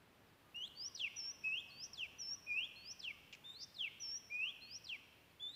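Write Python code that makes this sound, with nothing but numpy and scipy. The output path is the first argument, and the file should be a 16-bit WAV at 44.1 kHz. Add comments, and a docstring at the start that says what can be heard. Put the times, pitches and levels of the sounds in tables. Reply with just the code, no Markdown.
"""A magpie-robin in front of tall trees

From the top of a pole it sings rising notes, steep falling notes, high whistles and one harsh scrape.
Each note is a nearly pure tone from its voice box (the syrinx); leaves scatter it back as a soft tail.
A far bird hoots over quiet outdoor air, and the mono microphone adds its hiss."""
import sys
import numpy as np
from scipy import signal
from scipy.fft import rfft, irfft
from scipy.io import wavfile
from scipy.ndimage import uniform_filter1d, map_coordinates

SR = 44100
rng = np.random.default_rng(int(sys.argv[2]) if len(sys.argv) > 2 else 0)


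def digitize_waveform(pressure):
    """Quantize a signal to 16-bit integers and store it at the path in sys.argv[1].

    Rows of a 2-D input are taken as channels; values are limited to [-1, 1].
    """
    field = np.atleast_2d(pressure).T
    bounded = np.clip(field, -1, 1)
    quanta = np.round(bounded * 32767).astype(np.int16)
    wavfile.write(sys.argv[1], SR, quanta)


N = 244755
T = np.arange(N) / SR

# Falling notes. Each row: start and end in seconds, first and last pitch in Hz, plunge, fade-in and
# fade-out in seconds, then relative level, swell, overtone level and rough fleck level in dB.
FALLING_NOTES = [(.946, 1.084, 5989, 2122, .026, 0.0055, 0.0086, 1.4, -3.5, -7, -61),
                 (1.931, 2.065, 5797, 2187, .022, .004, .014, -2, 0, -1, -70.5),
                 (2.99, 3.123, 6068, 2053, .023, .013, 0.016, -3, -2, -8.5, -62),
                 (3.741, 3.888, 5328, 2074, 0.022, 0.052, 0.0087, 2.05, -13, -11, -71),
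                 (4.839, 4.971, 5850, 2004, .031, 0.017, 0.026, -3, -1, -8, -61.5)]


def undb(db):
    """Turn decibels into a gain."""
    return 10 ** (np.asarray(db) / 20)


def unit(x):
    """Scale a signal to an average (rms) level of 1."""
    return x / np.sqrt(np.mean(x ** 2))


def colour(x, points):
    """Filter a sound by a curve of (Hz, dB) points."""
    hz, db = np.transpose(points)
    bins = np.maximum(np.fft.rfftfreq(len(x), 1 / SR), 1)
    return irfft(rfft(x) * undb(np.interp(np.log(bins), np.log(hz), db)), len(x))


def wander(rate):
    """A smooth random wobble of size about 1 that changes about rate times a second."""
    steps = rng.standard_normal(N // 4)
    return unit(map_coordinates(steps, [T * rate], order=3, mode="wrap"))


def burst(middle_s, half_s):
    """Fade smoothly on and off around one moment."""
    return np.exp(-((T - middle_s) / half_s) ** 4)


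def air(rumble_db=-69.5, sway_db=0.7, rustle_db=-73.5):
    """A soft outdoor rumble that barely sways, under a smooth rustle of leaves."""
    # Tone of each noise. Each row: frequency in Hz, relative level in dB.
    rumble_tone = [(15, -62), (25, -0.5), (33, -18.5), (73, -1), (125, -1), (728, -10), (1130, -11),
                   (1280, -12.5), (1700, -15.5), (2210, -49), (3740, -120)]
    rustle_tone = [(1200, -13), (1800, -2), (2600, -2.5), (4200, -10), (7000, -19)]
    rumble = unit(colour(rng.standard_normal(N), rumble_tone)) * undb(rumble_db + sway_db * wander(1.1))
    rustle = unit(colour(rng.standard_normal(N), rustle_tone)) * undb(rustle_db)
    return rumble + rustle


def far_birds(hoot_s=0.14, run_start_s=0.8, run_step_s=0.211, run_hz=1145, run_db=-76):
    """Hoots and faint gliding calls, made uneven by their long way through the leaves."""
    # Hoots before and after a steady run. 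Each row: start in seconds, top pitch in Hz, relative dB.
    single_hoots = [(0.409, 1227, -76), (0.569, 1005, -76), (3.06, 1197, -74), (3.421, 1090, -77.5),
                    (4.401, 1180, -74), (4.919, 1135, -78)]
    # Gliding calls. Each row: start and length in seconds, first and last pitch in Hz, relative dB.
    glides = [(.25, 0.084, 6200, 3360, -85), (1.22, 0.13, 1480, 1780, -77.5),
              (1.662, 0.086, 5730, 3520, -73), (2.291, 0.075, 1640, 1780, -77),
              (4.101, 0.083, 1603, 1896, -73), (4.132, .06, 5160, 3750, -75),
              (5.308, 0.013, 4650, 3990, -74)]
    out = np.zeros(N)
    waver = 1 + 0.0085 * wander(90)
    run = [(run_start_s + k * run_step_s, run_hz, run_db) for k in range(9)]
    for start, hz, db in single_hoots + run:
        progress = np.clip((T - start) / hoot_s, 0, 1)
        # a hoot starts low, then steps up into an arch
        pitch = hz * waver * np.where(progress < .27, 0.8, 1 - .12 * (2 * progress - 1) ** 2)
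        fade = np.sqrt(4 * progress * (1 - progress))
        out += undb(db + 1) * fade * np.sin(2 * np.pi * np.cumsum(pitch) / SR)
    for start, length, from_hz, to_hz, db in glides:
        progress = np.clip((T - start) / length, 0, 1)
        pitch = from_hz + (to_hz - from_hz) * progress
        out += undb(db + 4) * np.sin(np.pi * progress) * np.sin(2 * np.pi * np.cumsum(pitch) / SR)
    return out * undb(2 * wander(60))


def tree_echo(x, near_db=-22, near_s=0.4, far_db=-13.5, far_s=1.31, build_s=0.0047, bounce_s=0.0074):
    """Close leaves scatter the sound quickly; the echo from the wall of trees fades slowly."""
    # Tone of the echo. Each row: frequency in Hz, gain in dB.
    echo_tone = [(1500, 4.5), (2400, 0), (3100, 2.5), (3450, -0.5), (3620, 5), (3850, -2.5), (4200, -0.5),
                 (5500, -3.5), (7000, 5.5), (14000, -15)]
    t = T[:int(1.3 * SR)]
    near, far = rng.standard_normal((2, len(t)))
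    near *= 1000 ** (-t / near_s)  # down 60 dB after near_s
    far *= 1000 ** (-t / far_s) * (1 - np.exp(-(t / build_s) ** 2))
    response = (undb(near_db) * unit(near) + undb(far_db) * unit(far)) / np.sqrt(len(t))
    response[int(bounce_s * SR)] += undb(-21)  # one early bounce beats against the gliding notes
    return colour(signal.fftconvolve(x, response)[:N], echo_tone)


def scrape(rise_s=0.00044, decay_s=0.0038, boost_db=8):
    """A quick run of noisy pulses through the bird's throat."""
    # Each row: time of a pulse in seconds, level in dB before the boost.
    pulses = [(3.3154, -77), (3.327, -52.5), (3.331, -60), (3.336, -60.5), (3.341, -63), (3.35, -59.5)]
    # Tone of the scrape. Each row: frequency in Hz, relative level in dB.
    throat_tone = [(1300, -45), (1900, -5), (2500, 12), (3600, -5), (5400, -2.5), (6500, -8), (7600, -13),
                   (9000, -44)]
    loudness = np.zeros(N)
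    for time, db in pulses:
        age = np.maximum(T - time + rise_s, 0)
        loudness += undb(db + boost_db) * (1 - np.exp(-age / rise_s)) * np.exp(-age / decay_s)
    return loudness * unit(colour(rng.standard_normal(N), throat_tone))


def rising_pitch(age, length, held_hz, drift_hz_per_s, sweep_hz, held_share, ceiling_hz=5806):
    """The pitch scoops up to a held note, then sweeps up ever faster, as far as a ceiling."""
    held = held_hz * (1 - 0.11 * np.exp(-age / .0053)) + drift_hz_per_s * age
    climb = np.clip((age / length - held_share) / (1 - held_share), 0, 1)
    return np.minimum(held + sweep_hz * climb ** 1.77, ceiling_hz)


def falling_pitch(age, length, start_hz, end_hz, plunge_s, slide_hz_per_s=15000):
    """The pitch plunges onto a steady downward slide."""
    slide = end_hz + slide_hz_per_s * (length - age)
    return slide + (start_hz - slide[0]) * np.exp(-(age / plunge_s) ** 1.4)


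def whistle_pitch(age, length, lowest_hz):
    """The pitch drops quickly, creeps back up and ends in a small hook."""
    # Each row: share of the note gone by, Hz above the lowest pitch.
    dip = [(0, 480), (.12, 517), (.23, 108.5), (.35, 4), (.5, 14.5), (.72, 151), (.88, 259.5), (.94, 522),
           (1, 420)]
    return lowest_hz + np.interp(age / length, *np.transpose(dip))


def melody():
    """Lay out the pitch, effort and overtone level of the song, note by note."""
    # Each row: start and end in seconds, held pitch in Hz, drift in Hz per second, sweep in Hz, share
    # of the note held, fade-in and fade-out in seconds, relative level, swell and overtone level in dB.
    rising_notes = [(0.542, 0.687, 2776, 2344.5, 1190, 0.47, 0.016, 0.014, -3, 9.5, 2.5),
                    (.75, .886, 4520, 699, 1425, 0.085, 0.033, 0.0034, 4, -8, -11),
                    (1.434, 1.616, 2606, -840, 1310, 0.36, 0.014, 0.02, 0, -0.7, -4.5),
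                    (1.7, 1.874, 4340, 2379, 1662, 0.36, 0.013, 0.022, -0.5, 1.4, -0.5),
                    (2.461, 2.67, 2540, -2335, 1634, 0.23, 0.046, 0.015, 2, -6, -8),
                    (2.754, 2.935, 4265, 1444, 1499, .31, 0.0088, .014, -1.9, 3, -6),
                    (3.439, 3.652, 3620, -326, 2143, .22, 0.019, 0.021, 0.6, 1.5, -9.5),
                    (4.298, 4.52, 2376, 1304.5, 985, 0.44, 0.049, 0.022, 1, -6.5, -8),
                    (4.604, 4.783, 4170, 1746, 1577, 0.26, .02, 0.013, -2, .6, -7),
                    (5.395, 5.569, 3461, 850, 740, 0.41, 0.035, 0.034, 3.5, 2, -12)]
    # Each row: start and end in seconds, lowest pitch in Hz, fade-in and fade-out in seconds,
    # relative level, swell and overtone level in dB.
    whistles = [(1.159, 1.324, 5370, .01, 0.011, 0.8, 0.3, -11),
                (2.182, 2.357, 5348, 0.018, 0.011, 0.9, 3, -9),
                (3.996, 4.186, 5396, 0.019, 0.007, 0.7, 0, -10)]
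    falling_notes = [row[:-1] for row in FALLING_NOTES]
    kinds = (rising_pitch, rising_notes), (falling_pitch, falling_notes), (whistle_pitch, whistles)
    hz, effort, brightness_db = np.zeros((3, N))
    for pitch_of, notes in kinds:
        for start, end, *shape, fade_in_s, fade_out_s, db, swell_db, overtones_db in notes:
            on = (T >= start) & (T < end)
            age, length = T[on] - start, end - start
            fade = np.minimum(age / fade_in_s, 1) * np.minimum((length - age) / fade_out_s, 1)
            hz[on] = pitch_of(age, length, *shape)
            effort[on] = fade * undb(db + swell_db * (age / length - .5))
            brightness_db[on] = overtones_db
    return np.interp(T, T[hz > 0], hz[hz > 0]), effort, brightness_db


def rough_fleck(main_phase, hz=4120, jitter=0.059, delay_s=0.048, half_s=0.02):
    """A brief, rough tone near 4 kHz in each falling note, with a fainter tone above it."""
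    phase = 2 * np.pi * np.cumsum(hz * (1 + jitter * wander(890))) / SR
    loudness = sum(undb(db) * burst(start + delay_s, half_s) for start, *_, db in FALLING_NOTES)
    # the fainter tone lies at the fleck's pitch plus the note's pitch
    return loudness * (np.sin(phase) + 0.14 * np.sin(phase + main_phase))


def song(jitter=.0024, shimmer_db=1.4, break_db=2.5, thinning_db=12, flicker_db=4):
    """The voice box follows the melody; one hears a slight tremble, short rasps and rough flecks."""
    # Each row: middle and half length of a rasp in seconds, swing as a share of the pitch, flutter in Hz.
    rasps = [(0.667, 0.023, 0.024, 332.2), (0.985, 0.023, 0.1, 611), (1.848, 0.014, 0.062, 257),
             (2.919, 0.014, 0.052, 240), (3.625, 0.026, 0.096, 515), (4.749, 0.02, 0.032, 257.6)]
    # How well each pitch carries to the microphone. Each row: pitch in Hz, gain in dB.
    carry = [(2000, -54), (2150, -42.5), (2320, -44), (2450, -46.5), (2560, -42), (2680, -37.5),
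             (2800, -42.2), (2920, -45), (3230, -42.5), (3480, -49), (3650, -55), (3850, -69.5),
             (4050, -55.5), (4250, -56.5), (4460, -64.5), (4720, -55), (4950, -52), (5150, -52),
             (5370, -49.3), (5570, -45.5), (5750, -49.5), (5950, -50), (6100, -63)]
    # Relative levels in dB at 2, 3, 4 and 5 times the pitch.
    overtone_levels = [-73.5, -83, -91, -85]
    # How throat and beak shape the overtones. Each row: frequency in Hz, gain in dB.
    beak_tone = [(5000, 3), (6000, 3.5), (6700, 3.5), (7400, 4), (8300, 3.5), (9500, -12.5), (10700, 4),
                 (13000, -2)]
    hz, effort, brightness_db = melody()
    # a fast fall in pitch makes the tone break up
    fall_speed = -np.gradient(np.log(hz)) * SR
    breakup = uniform_filter1d(np.clip(fall_speed / 12, 0, 1), size=400)
    effort *= undb((shimmer_db + break_db * breakup ** 2) * wander(300))
    swing = jitter * (1 + 4 * breakup) * wander(350)
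    uneven_time = np.cumsum(1 + .35 * wander(500)) / SR
    for middle, half, depth, flutter_hz in rasps:
        swing += depth * burst(middle, half) * np.sin(2 * np.pi * flutter_hz * uneven_time)
    phase = 2 * np.pi * np.cumsum(hz * (1 + swing)) / SR
    tone = effort * undb(np.interp(hz, *np.transpose(carry))) * np.sin(phase)
    overtones = sum(undb(db) * np.sin(k * phase) * (k * hz < SR / 2)
                    for k, db in enumerate(overtone_levels, 2))
    brightness_db -= thinning_db * np.clip((hz - 3800) / 600, 0, 1)  # the highest notes are the purest
    overtones *= effort * undb(brightness_db + flicker_db * wander(120))
    return np.sqrt(2) * (tone + colour(overtones, beak_tone) + rough_fleck(phase))


def scene():
    """The bird, its echo from the trees and the background, alike in both channels."""
    bird = song() + scrape()
    mono = bird + tree_echo(bird) + far_birds() + air()
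    return np.array([mono, mono])


def record(dry, boost_db=4, top_hz=15500):
    """The microphone adds a thin hiss and cuts the highest treble."""
    # Each row: frequency in Hz, relative level in dB.
    hiss_tone = [(3000, -2.5), (6500, -5), (8000, -7.5), (12000, -4), (15000, -1.5)]
    # Each row: time in seconds, level in dB before the boost.
    hiss_levels = [(0, -87.5), (.7, -80), (4.5, -79.5), (5.5, -82.5)]
    hiss_db = np.interp(T, *np.transpose(hiss_levels)) + boost_db
    hiss = unit(colour(rng.standard_normal(N), hiss_tone)) * undb(hiss_db)
    treble_cut = signal.ellip(10, .2, 70, top_hz, fs=SR, output="sos")
    return signal.sosfilt(treble_cut, dry + hiss)


dry = scene()
out = record(dry)
digitize_waveform(out)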